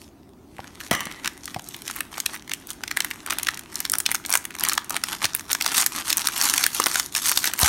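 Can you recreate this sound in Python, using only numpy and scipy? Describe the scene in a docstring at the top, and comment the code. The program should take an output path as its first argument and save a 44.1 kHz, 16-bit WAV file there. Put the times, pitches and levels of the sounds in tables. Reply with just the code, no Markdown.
"""A table in a small room: scissors are put down, then two hands crinkle a foil pack and tear it open.
Close to the microphone, the foil buckles in sharp snaps, each a crease's crack plus a facet's pop.
Under them tiny creases rustle, growing dense where the seam rips. The scissors clack and ring.
Hands bump the table now and then; the room reflects it all and its ventilation hums quietly."""
import sys
import numpy as np
from scipy import signal
from scipy.fft import rfft, irfft, next_fast_len
from scipy.io import wavfile
from scipy.ndimage import uniform_filter1d

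SR = 44100
rng = np.random.default_rng(int(sys.argv[2]) if len(sys.argv) > 2 else 0)


def output_pcm(signal):
    """Save a mono or channel-first signal as 16-bit PCM at the path in sys.argv[1].

    Samples are clipped to [-1, 1] before scaling.
    """
    pcm = np.clip(np.atleast_2d(signal).T, -1, 1) * 32767
    wavfile.write(sys.argv[1], SR, np.round(pcm).astype(np.int16))


N = 338688
GRAB_S = 0.55  # hands take the pack
FIRM_DB = -30  # rustle level of a firm pull


# Main foil buckles: start_s, level_db, pop_over_crack_db, facet_hz
FOIL_SNAPS = [(0.811, -33, 6, 1720), (1.114, -33, 9, 2200), (1.247, -27, 2, 2010), (1.259, -23.5, 5, 1810),
              (1.2764, -21.0, 0.5, 1730), (1.4566, -31, -17, 2440), (1.7449, -31, 8, 3280),
              (1.8793, -26.5, 0, 3010), (1.8994, -27, 10, 950), (1.9629, -28, -5, 1660),
              (2.007, -20.5, 3, 1850), (2.1809, -27.5, 4, 1010), (2.2023, -22.5, -10.5, 2540),
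              (2.2621, -16.5, 1, 3160), (2.4958, -31.5, 1, 1960), (2.5164, -22.5, 8.5, 2460),
              (2.536, -22, 0.5, 3000), (2.7044, -28, -10, 2890), (2.8368, -24.5, 5, 1790),
              (2.879, -29, 1, 2540), (2.913, -22.0, 5, 1920), (2.9717, -15.5, 5.5, 1715),
              (3.005, -17, -1, 2290), (3.047, -21, 0.5, 2030), (3.1119, -23.5, 10, 2260),
              (3.263, -28, 0, 1765), (3.3066, -18.5, 1, 1810), (3.3268, -23, 25, 1630),
              (3.386, -22, -2.5, 2700), (3.432, -22.5, -6.5, 3430), (3.4702, -21, 4, 2090),
              (3.4871, -14.5, 8.5, 1560), (3.5738, -31, 1.5, 2170), (3.7567, -24, -36, 2690),
              (3.804, -22, -8, 2320), (3.8524, -22.5, -2, 1950), (3.8986, -21.5, -15, 1812),
              (3.9191, -18.5, -33, 2520), (3.9371, -17, -1.5, 1650), (3.9544, -23.5, -1, 1450),
              (3.9852, -18.0, -24, 2740), (4.0027, -21, -6.5, 1610), (4.0628, -15.5, -6.5, 2030),
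              (4.116, -18, -1.5, 1770), (4.1468, -19.5, -1, 1480), (4.1531, -21.5, -2.5, 1790),
              (4.2514, -28.0, 13, 2250), (4.2624, -27.5, -30, 1200), (4.3039, -21.5, -9, 1110),
              (4.3267, -18, -13, 2000), (4.3387, -15, -2, 1640), (4.3537, -12.5, 0.5, 1560),
              (4.3741, -21.5, -17, 1770), (4.453, -25.5, -0.5, 1910), (4.5071, -33.5, 9, 2040),
              (4.552, -30.5, 2, 1735), (4.6085, -25, -4, 1550), (4.637, -16, -5, 2063),
              (4.6506, -20.5, 0, 2040), (4.6873, -17.5, -11, 1780), (4.6964, -20, -7, 1386),
              (4.7338, -21.5, -23, 1880), (4.7783, -15.0, 5.5, 1090), (4.8965, -27.5, -19, 2010),
              (4.9066, -23, -1, 1040), (4.9657, -18.5, 3.5, 1880), (5.0381, -18, -2.5, 1570),
              (5.2188, -25.5, 10, 1212), (5.2431, -16.5, 7, 2800), (5.2541, -17.5, -2, 1790),
              (5.3497, -16, -10.5, 2007), (5.3957, -30, -2, 1650), (5.5187, -22.5, -16, 1500),
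              (5.5306, -16, -15, 1536), (5.55, -20, 2, 1420), (5.611, -19.5, 4, 2433),
              (5.6234, -22, -17, 1370), (5.663, -15.5, 0.5, 1490), (5.8632, -13, -9, 2090),
              (6.1035, -17.5, -1.5, 3250), (6.1283, -15, -1, 3430), (6.1712, -16.5, -20, 2212),
              (6.181, -21, -8, 1870), (6.272, -15, -7.5, 1785), (6.2866, -21.0, 3, 1487),
              (6.379, -23, -4, 3196), (6.4139, -17, -7.5, 1700), (6.4546, -19, -11, 1737),
              (6.4983, -17.5, -10, 1360), (6.5386, -15.5, -2, 1848), (6.5795, -16, -2, 2715),
              (6.6397, -13.5, -2.5, 2344), (6.6648, -13.5, -3, 1636), (6.748, -23.5, -7, 1953),
              (6.8003, -13.5, 4.5, 1080), (6.84, -20, -10, 1380), (6.8604, -17.5, -3, 1160),
              (6.8672, -9.5, -6, 1560), (6.9573, -16, 4.5, 1960), (6.9984, -16.5, -2.5, 1702),
              (7.1511, -18, 0.5, 2580), (7.2581, -20, 0, 2630), (7.3157, -18, -1.5, 1300),
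              (7.3746, -12.5, -10.5, 1180), (7.475, -20, -8, 2830), (7.5366, -21.5, -2, 1822),
              (7.6142, -17.0, -13, 1020), (7.6314, -14.5, -5, 989)]

def foil_snaps(rows, neighbour_db=-15, scatter_s=0.0087, crack_cycles=50, spread_oct=0.44):
    """A crease cracks and its facet pops; a neighbouring crease slips just before or after."""
    out, t = np.zeros(N), np.arange(-SR // 100, SR // 25) / SR
    for start_s, level_db, pop_db, facet_hz in rows:
        crack_db = level_db - 10 * np.log10(1 + amp(pop_db) ** 2)  # pop and crack share the energy
        # less pop: smaller crease, higher and shorter crack
        crack_hz = 6410 * 2 ** (spread_oct * rng.standard_normal() - pop_db / 42)
        crack_s = crack_cycles / crack_hz
        for delay_s, gain_db in ((0, 0), (rng.normal(0, scatter_s), neighbour_db)):
            pop = buckle(t, facet_hz, q=1.51, band_hz=(735, 3200), t60_s=0.013,
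                         flutter=0.3, rise_s=0.0062)
            crack = buckle(t, crack_hz, q=1.62, band_hz=(3550, 17900), t60_s=crack_s,
                           flutter=0.22, rise_s=0.4 * crack_s)
            snap = amp(crack_db + pop_db - 0.27) * pop + amp(crack_db + 2.5) * crack
            add(out, start_s + t[0] + delay_s, amp(gain_db) * snap)
    return out


def buckle(t, hz, q, band_hz, t60_s, flutter, rise_s):
    """A faint noise swells into a sharp click at t = 0 and flutters briefly; energy of 5 ms at rms 1."""
    low_hz, high_hz = band_hz
    envelope = fade(np.abs(t), np.where(t < 0, rise_s, t60_s))
    kick = flutter * rng.standard_normal(len(t)) * rng.exponential(1, len(t)) * envelope
    kick[np.argmin(np.abs(t))] += rng.choice([-1, 1])
    click = filtered(kick, lambda f: resonance(f, hz, q) * highpass(f, low_hz) / (1 + 1j * f / high_hz))
    return click * np.sqrt(0.005 * SR / np.sum(click ** 2))


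def lesser_snap_rows(rustle_db, firm_per_s=17, doubling_db=9):
    """Random buckles, more frequent and louder the harder the foil is worked; rows as in FOIL_SNAPS."""
    effort_db = rustle_db - FIRM_DB
    rate_per_s = firm_per_s * 2 ** (effort_db / doubling_db) * (np.arange(N) / SR > GRAB_S)
    rows = []
    for i in np.flatnonzero(rng.random(N) < rate_per_s / SR):
        level_db = rng.normal(-26.5 + 0.56 * effort_db[i], 2.5)
        pop_db = rng.normal(-3, 7)
        facet_hz = 2000 * 2 ** rng.normal(0, 0.34)
        rows.append((i / SR, level_db, pop_db, facet_hz))
    return rows


# Finger squeezes and pulls; hard, taut ones rip the seam: peak_s, length_s, rustle_db, taut_db
FINGER_PULLS = [(0.024, 0.12, -50, 3), (0.633, 0.13, -46, -5), (0.858, 0.093, -43, 2.5),
                (1.054, 0.4, -43, -9), (1.26, 0.031, -30.5, -11), (1.499, 0.2, -45.5, 5),
                (1.705, 0.33, -47, 3), (1.89, 0.082, -38.5, 2.5), (1.977, 0.052, -35.5, -1),
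                (2.173, 0.088, -38.5, 0), (2.344, 0.0678, -32, -3), (2.536, 0.028, -60, -17),
                (2.709, 0.038, -39, -1), (3.086, 0.38, -44.5, -5.5), (3.316, 0.075, -32.5, -11.5),
                (3.462, 0.34, -41.5, -7), (3.801, 0.16, -39.5, -3.5), (3.96, 0.07, -40, -20),
                (4.11, 0.057, -33.5, -8), (4.327, 0.064, -28.5, -1), (4.695, 0.18, -30.5, -7.5),
                (4.951, 0.063, -31, -6.5), (5.12, 0.11, -31, -1), (5.24, 0.045, -27.5, -4.5),
                (5.356, 0.21, -41.5, -5), (5.513, 0.04, -28, -6.5), (5.722, 0.17, -29, -1),
                (5.8, .07, -17, 2.5), (5.98, 0.086, -27, -2), (6.098, 0.081, -28, 3),
                (6.219, 0.11, -29.5, -3), (6.456, 0.19, -23, 3), (6.6, 0.17, -26, 3),
                (6.786, 0.11, -29, 3.5), (6.962, 0.21, -28, 4.5), (7.174, 0.056, -25.5, 5.5),
                (7.283, 0.11, -22.5, 8), (7.387, 0.095, -29.5, 10.5), (7.463, 0.085, -24.5, 2.5),
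                (7.668, 0.12, -19.5, 2)]

def finger_pulls(idle_db=-63.5, hold_db=-51.5, slack_db=-5.5, build_share=0.57):
    """Pulls build and release over a steady hold; returns rustle level and tautness (treble lift), dB."""
    t = np.arange(N) / SR
    power = amp(np.where(t < GRAB_S, idle_db, hold_db)) ** 2
    weighted_taut = power * slack_db
    for peak_s, length_s, rustle_db, taut_db in FINGER_PULLS:
        span = slice(max(0, int((peak_s - 2 * length_s) * SR)), int((peak_s + 2 * length_s) * SR))
        side_s = length_s * np.where(t[span] < peak_s, build_share, 1 - build_share)
        distance = np.abs(t[span] - peak_s) / side_s
        pull_power = (amp(rustle_db) * np.exp(-distance ** 1.9)) ** 2
        power[span] += pull_power
        weighted_taut[span] += pull_power * taut_db
    return 10 * np.log10(power), weighted_taut / power


# Spectrum of the tiny creases: freq_hz, gain_db
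CREASE_SPECTRUM = [(100, -1), (300, 8), (500, -7.5), (800, -1), (1200, 0.5), (1900, -1.5), (2600, -4),
                   (6000, -2.5), (9500, -4), (13000, -8), (16000, -26)]

def foil_rustle(rustle_db, taut_db, spread_db=7.5, colour_db=9, clump_db=3, smooth_s=0.056):
    """Light handling is mostly skin sliding on foil; harder work makes more tiny creases give way."""
    effort = amp(rustle_db - FIRM_DB)
    clumps = amp(clump_db * unit(uniform_filter1d(rng.standard_normal(N), size=220)))  # yields in fits
    rate_per_s = 3000 * effort * amp(taut_db)  # taut foil rips in a dense rasp
    sizes = amp(spread_db * np.clip(rng.standard_normal(N), -2, 2))
    kicks = (rng.random(N) < rate_per_s / SR) * sizes * clumps / np.sqrt(rate_per_s)
    creases = np.zeros(N)
    for facet_hz in np.geomspace(900, 13000, num=9):  # each crease rings its own mix of facets
        mix = rng.standard_normal(N) * amp(colour_db * rng.uniform(-1, 1, N))
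        creases += filtered(kicks * mix, lambda f: resonance(f, facet_hz, q=2.15))
    sliding = 0.19 * effort ** -0.65 * rng.standard_normal(N)
    rustle = crumple(filtered(unit(creases) + sliding, lambda f: amp(along(CREASE_SPECTRUM, f))))
    treble = filtered(rustle, lambda f: np.abs(highpass(f, 3700)) ** 2)
    rustle += (amp(taut_db) - 1) * treble
    window = int(smooth_s * SR)
    local_power = uniform_filter1d(uniform_filter1d(rustle ** 2, window), window)
    return amp(rustle_db + 0.96) * rustle / np.sqrt(np.abs(local_power) + 1e-12)


def crumple(x, depth_db=2.0, width_hz=500, hold_s=0.038):
    """The pack keeps changing shape, so its resonances come and go."""
    hz, t, spectrum = signal.stft(x, SR, nperseg=256)
    ripple = rng.standard_normal(spectrum.shape)
    for _ in range(2):
        ripple = uniform_filter1d(ripple, round(width_hz / hz[1]), axis=0)
        ripple = uniform_filter1d(ripple, round(hold_s / t[1]), axis=1)
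    return signal.istft(spectrum * amp(depth_db * unit(ripple)), SR, nperseg=256)[1][:N]


# Scissors landing and rocking: start_s, level_db
SCISSOR_HITS = [(0.911, -12), (.916, -44), (.929, -18.5), (.936, -21.5), (.95, -20.5), (1.006, -22)]
# Steel blade modes: pitch_hz, level_db, t60_s
BLADE_MODES = [(1166, -3.5, 0.17), (1958, 0, 0.14), (2005, -13.5, 0.98), (2780, -29, 0.31),
               (3040, -14, 0.53), (5900, -12.5, 0.31), (7600, -24, 0.64), (9600, -19, 0.39)]

def scissors():
    """Steel and plastic handles clack on the table; the blades rattle on."""
    out, t = np.zeros(N), np.arange(SR // 2) / SR
    for start_s, level_db in SCISSOR_HITS:
        noise = unit(filtered(rng.standard_normal(len(t)), lambda f: resonance(f, hz=1130, q=0.17)))
        clack = 1.2 * noise * fade(t, t60_s=0.019)
        blades = 0.44 * ring(BLADE_MODES, t, blur_hz=166)
        add(out, start_s, amp(level_db) * (clack + blades))
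    return out


# Bumps on the table: start_s, thud_db, thud_hz, knock_db
TABLE_BUMPS = [(0.592, -33, 110, -35), (.914, -13, 196, -25.5), (0.931, -26, 90, -29),
               (1.067, -26.5, 188, -44), (1.562, -22.5, 120, -28.5), (5.246, -30, 97, -34.5),
               (6.799, -15, 382, -36), (6.866, -22, 308, -31), (7.631, -13.5, 66.43, -27)]
# Table top modes: pitch_hz, level_db, t60_s
TABLE_MODES = [(370, -17.5, 0.14), (737, 7.5, 0.038), (860, 14.5, 0.0091), (1132, -12, 0.058),
               (2180, -20, 0.044)]

def table_bumps(thud_cycles=4.84, attack_s=0.00028):
    """A soft blow gives a low thud that dies in a few swings and a short knock of the table top."""
    out, t = np.zeros(N), np.arange(SR // 3) / SR
    for start_s, thud_db, thud_hz, knock_db in TABLE_BUMPS:
        thud = amp(thud_db + 2.5) * np.cos(2 * np.pi * thud_hz * t) * fade(t, thud_cycles / thud_hz)
        knock = amp(knock_db) * ring(TABLE_MODES, t, blur_hz=43.6)
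        add(out, start_s, (thud + knock) * (1 - np.exp(-t / attack_s)))
    return filtered(out, lambda f: highpass(f, 43))  # the table radiates little deep bass


# Room decay: freq_hz, t60_s
ROOM_DECAY = [(200, 0.78), (2000, 0.36), (12000, 0.29)]

def room(x, near_db=-11, tail_db=-17, near_t60_s=0.016):
    """Walls add a short tail; hands and table reflect within milliseconds, changing as the pack moves."""
    hz, t, spectrum = signal.stft(rng.standard_normal(SR // 2), SR, nperseg=256)
    tail = signal.istft(spectrum * fade(t, along(ROOM_DECAY, hz)[:, None]), SR, nperseg=256)[1]
    tail = filtered(tail, lambda f: amp(along([(2000, 29.2), (12000, 28.3)], f)))
    tail *= np.arange(len(tail)) / SR > 0.006
    out = x + amp(tail_db) * signal.fftconvolve(x, tail / np.linalg.norm(tail))[:N]
    block = SR // 20
    t = np.arange(block) / SR
    for i in range(0, N, block):
        echoes = rng.standard_normal(block) ** 3 * fade(t, near_t60_s) * (t > 0.0005)
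        echoes /= np.linalg.norm(echoes)
        add(out, i / SR, amp(near_db) * signal.fftconvolve(x[i:i + block], echoes))
    return out


# Ventilation spectrum: freq_hz, gain_db
VENT_SPECTRUM = [(20, -35), (50, -1.5), (85, -0.5), (120, -3), (170, -2.5), (290, 2), (380, -1.5),
                 (480, -14.5), (720, -12), (1400, -24.5), (2200, -66), (16000, -35)]

def ventilation(level_db=-49.0):
    """Steady low noise of the room's ventilation."""
    return amp(level_db) * unit(filtered(rng.standard_normal(N), lambda f: amp(along(VENT_SPECTRUM, f))))


def amp(db):
    """Decibels to gain."""
    return 10 ** (np.asarray(db) / 20)


def unit(x):
    """Scale to rms 1."""
    return x / np.sqrt(np.mean(x ** 2) + 1e-20)


def along(points, hz):
    """Interpolate (freq_hz, value) points on a log axis."""
    freqs_hz, values = np.transpose(points)
    return np.interp(np.log(hz + 1), np.log(freqs_hz), values)


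def filtered(x, response):
    """Apply a complex frequency response."""
    n = len(x)
    padded = next_fast_len(n + min(n, SR // 2))
    return irfft(rfft(x, padded) * response(np.fft.rfftfreq(padded, 1 / SR)), padded)[:n]


def resonance(f, hz, q):
    """Causal response of one damped mode."""
    return 1j * f * hz / q / (hz * hz - f * f + 1j * f * hz / q)


def highpass(f, hz):
    """Causal second-order high-pass response."""
    return -f * f / (hz * hz - f * f + 1j * f * hz * np.sqrt(2))


def fade(t, t60_s):
    """Exponential decay."""
    return np.exp(-np.log(1000) * t / t60_s)


def ring(modes, t, blur_hz):
    """Struck modes, each at a new strength; rattling contact blurs their pitch."""
    out = np.zeros(len(t))
    for pitch_hz, level_db, t60_s in modes:
        envelope = amp(level_db + rng.normal(0, 0.97)) * fade(t, t60_s)
        phase = 2 * np.pi * (pitch_hz * t + rng.random())
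        drift = np.cumsum(rng.standard_normal(len(t))) * np.sqrt(2 * np.pi * blur_hz / SR)
        out += envelope * np.sin(phase + drift)
    return out


def add(track, start_s, sound):
    """Mix a sound into the track."""
    i = int(np.clip(round(start_s * SR), 0, N - 1))
    track[i:i + len(sound)] += sound[:N - i]


def scene():
    """Foil, scissors and table in the humming room; mono."""
    rustle_db, taut_db = finger_pulls()
    snaps = foil_snaps(FOIL_SNAPS) + foil_snaps(lesser_snap_rows(rustle_db))
    foil = snaps + foil_rustle(rustle_db, taut_db)
    return (room(foil + scissors() + table_bumps()) + ventilation())[None]


# Microphone housing notches: centre_hz, width_hz, gain_db
MIC_NOTCHES = [(4920, 280, -3), (7510, 690, -3), (10430, 310, -5)]

def record(dry, ceiling=0.88, top_hz=16000):
    """Small microphone: housing notches, rounded peaks, limited band."""
    def housing(f):
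        return amp(sum(db * np.exp(-((f - hz) / width_hz) ** 2) for hz, width_hz, db in MIC_NOTCHES))
    notched = filtered(dry[0], housing)
    rounded = notched / (1 + (notched / ceiling) ** 6) ** (1 / 6)
    return filtered(rounded, lambda f: np.clip((top_hz - f) / 400 + 0.5, 0, 1))[None]


dry = scene()
out = record(dry)
output_pcm(out)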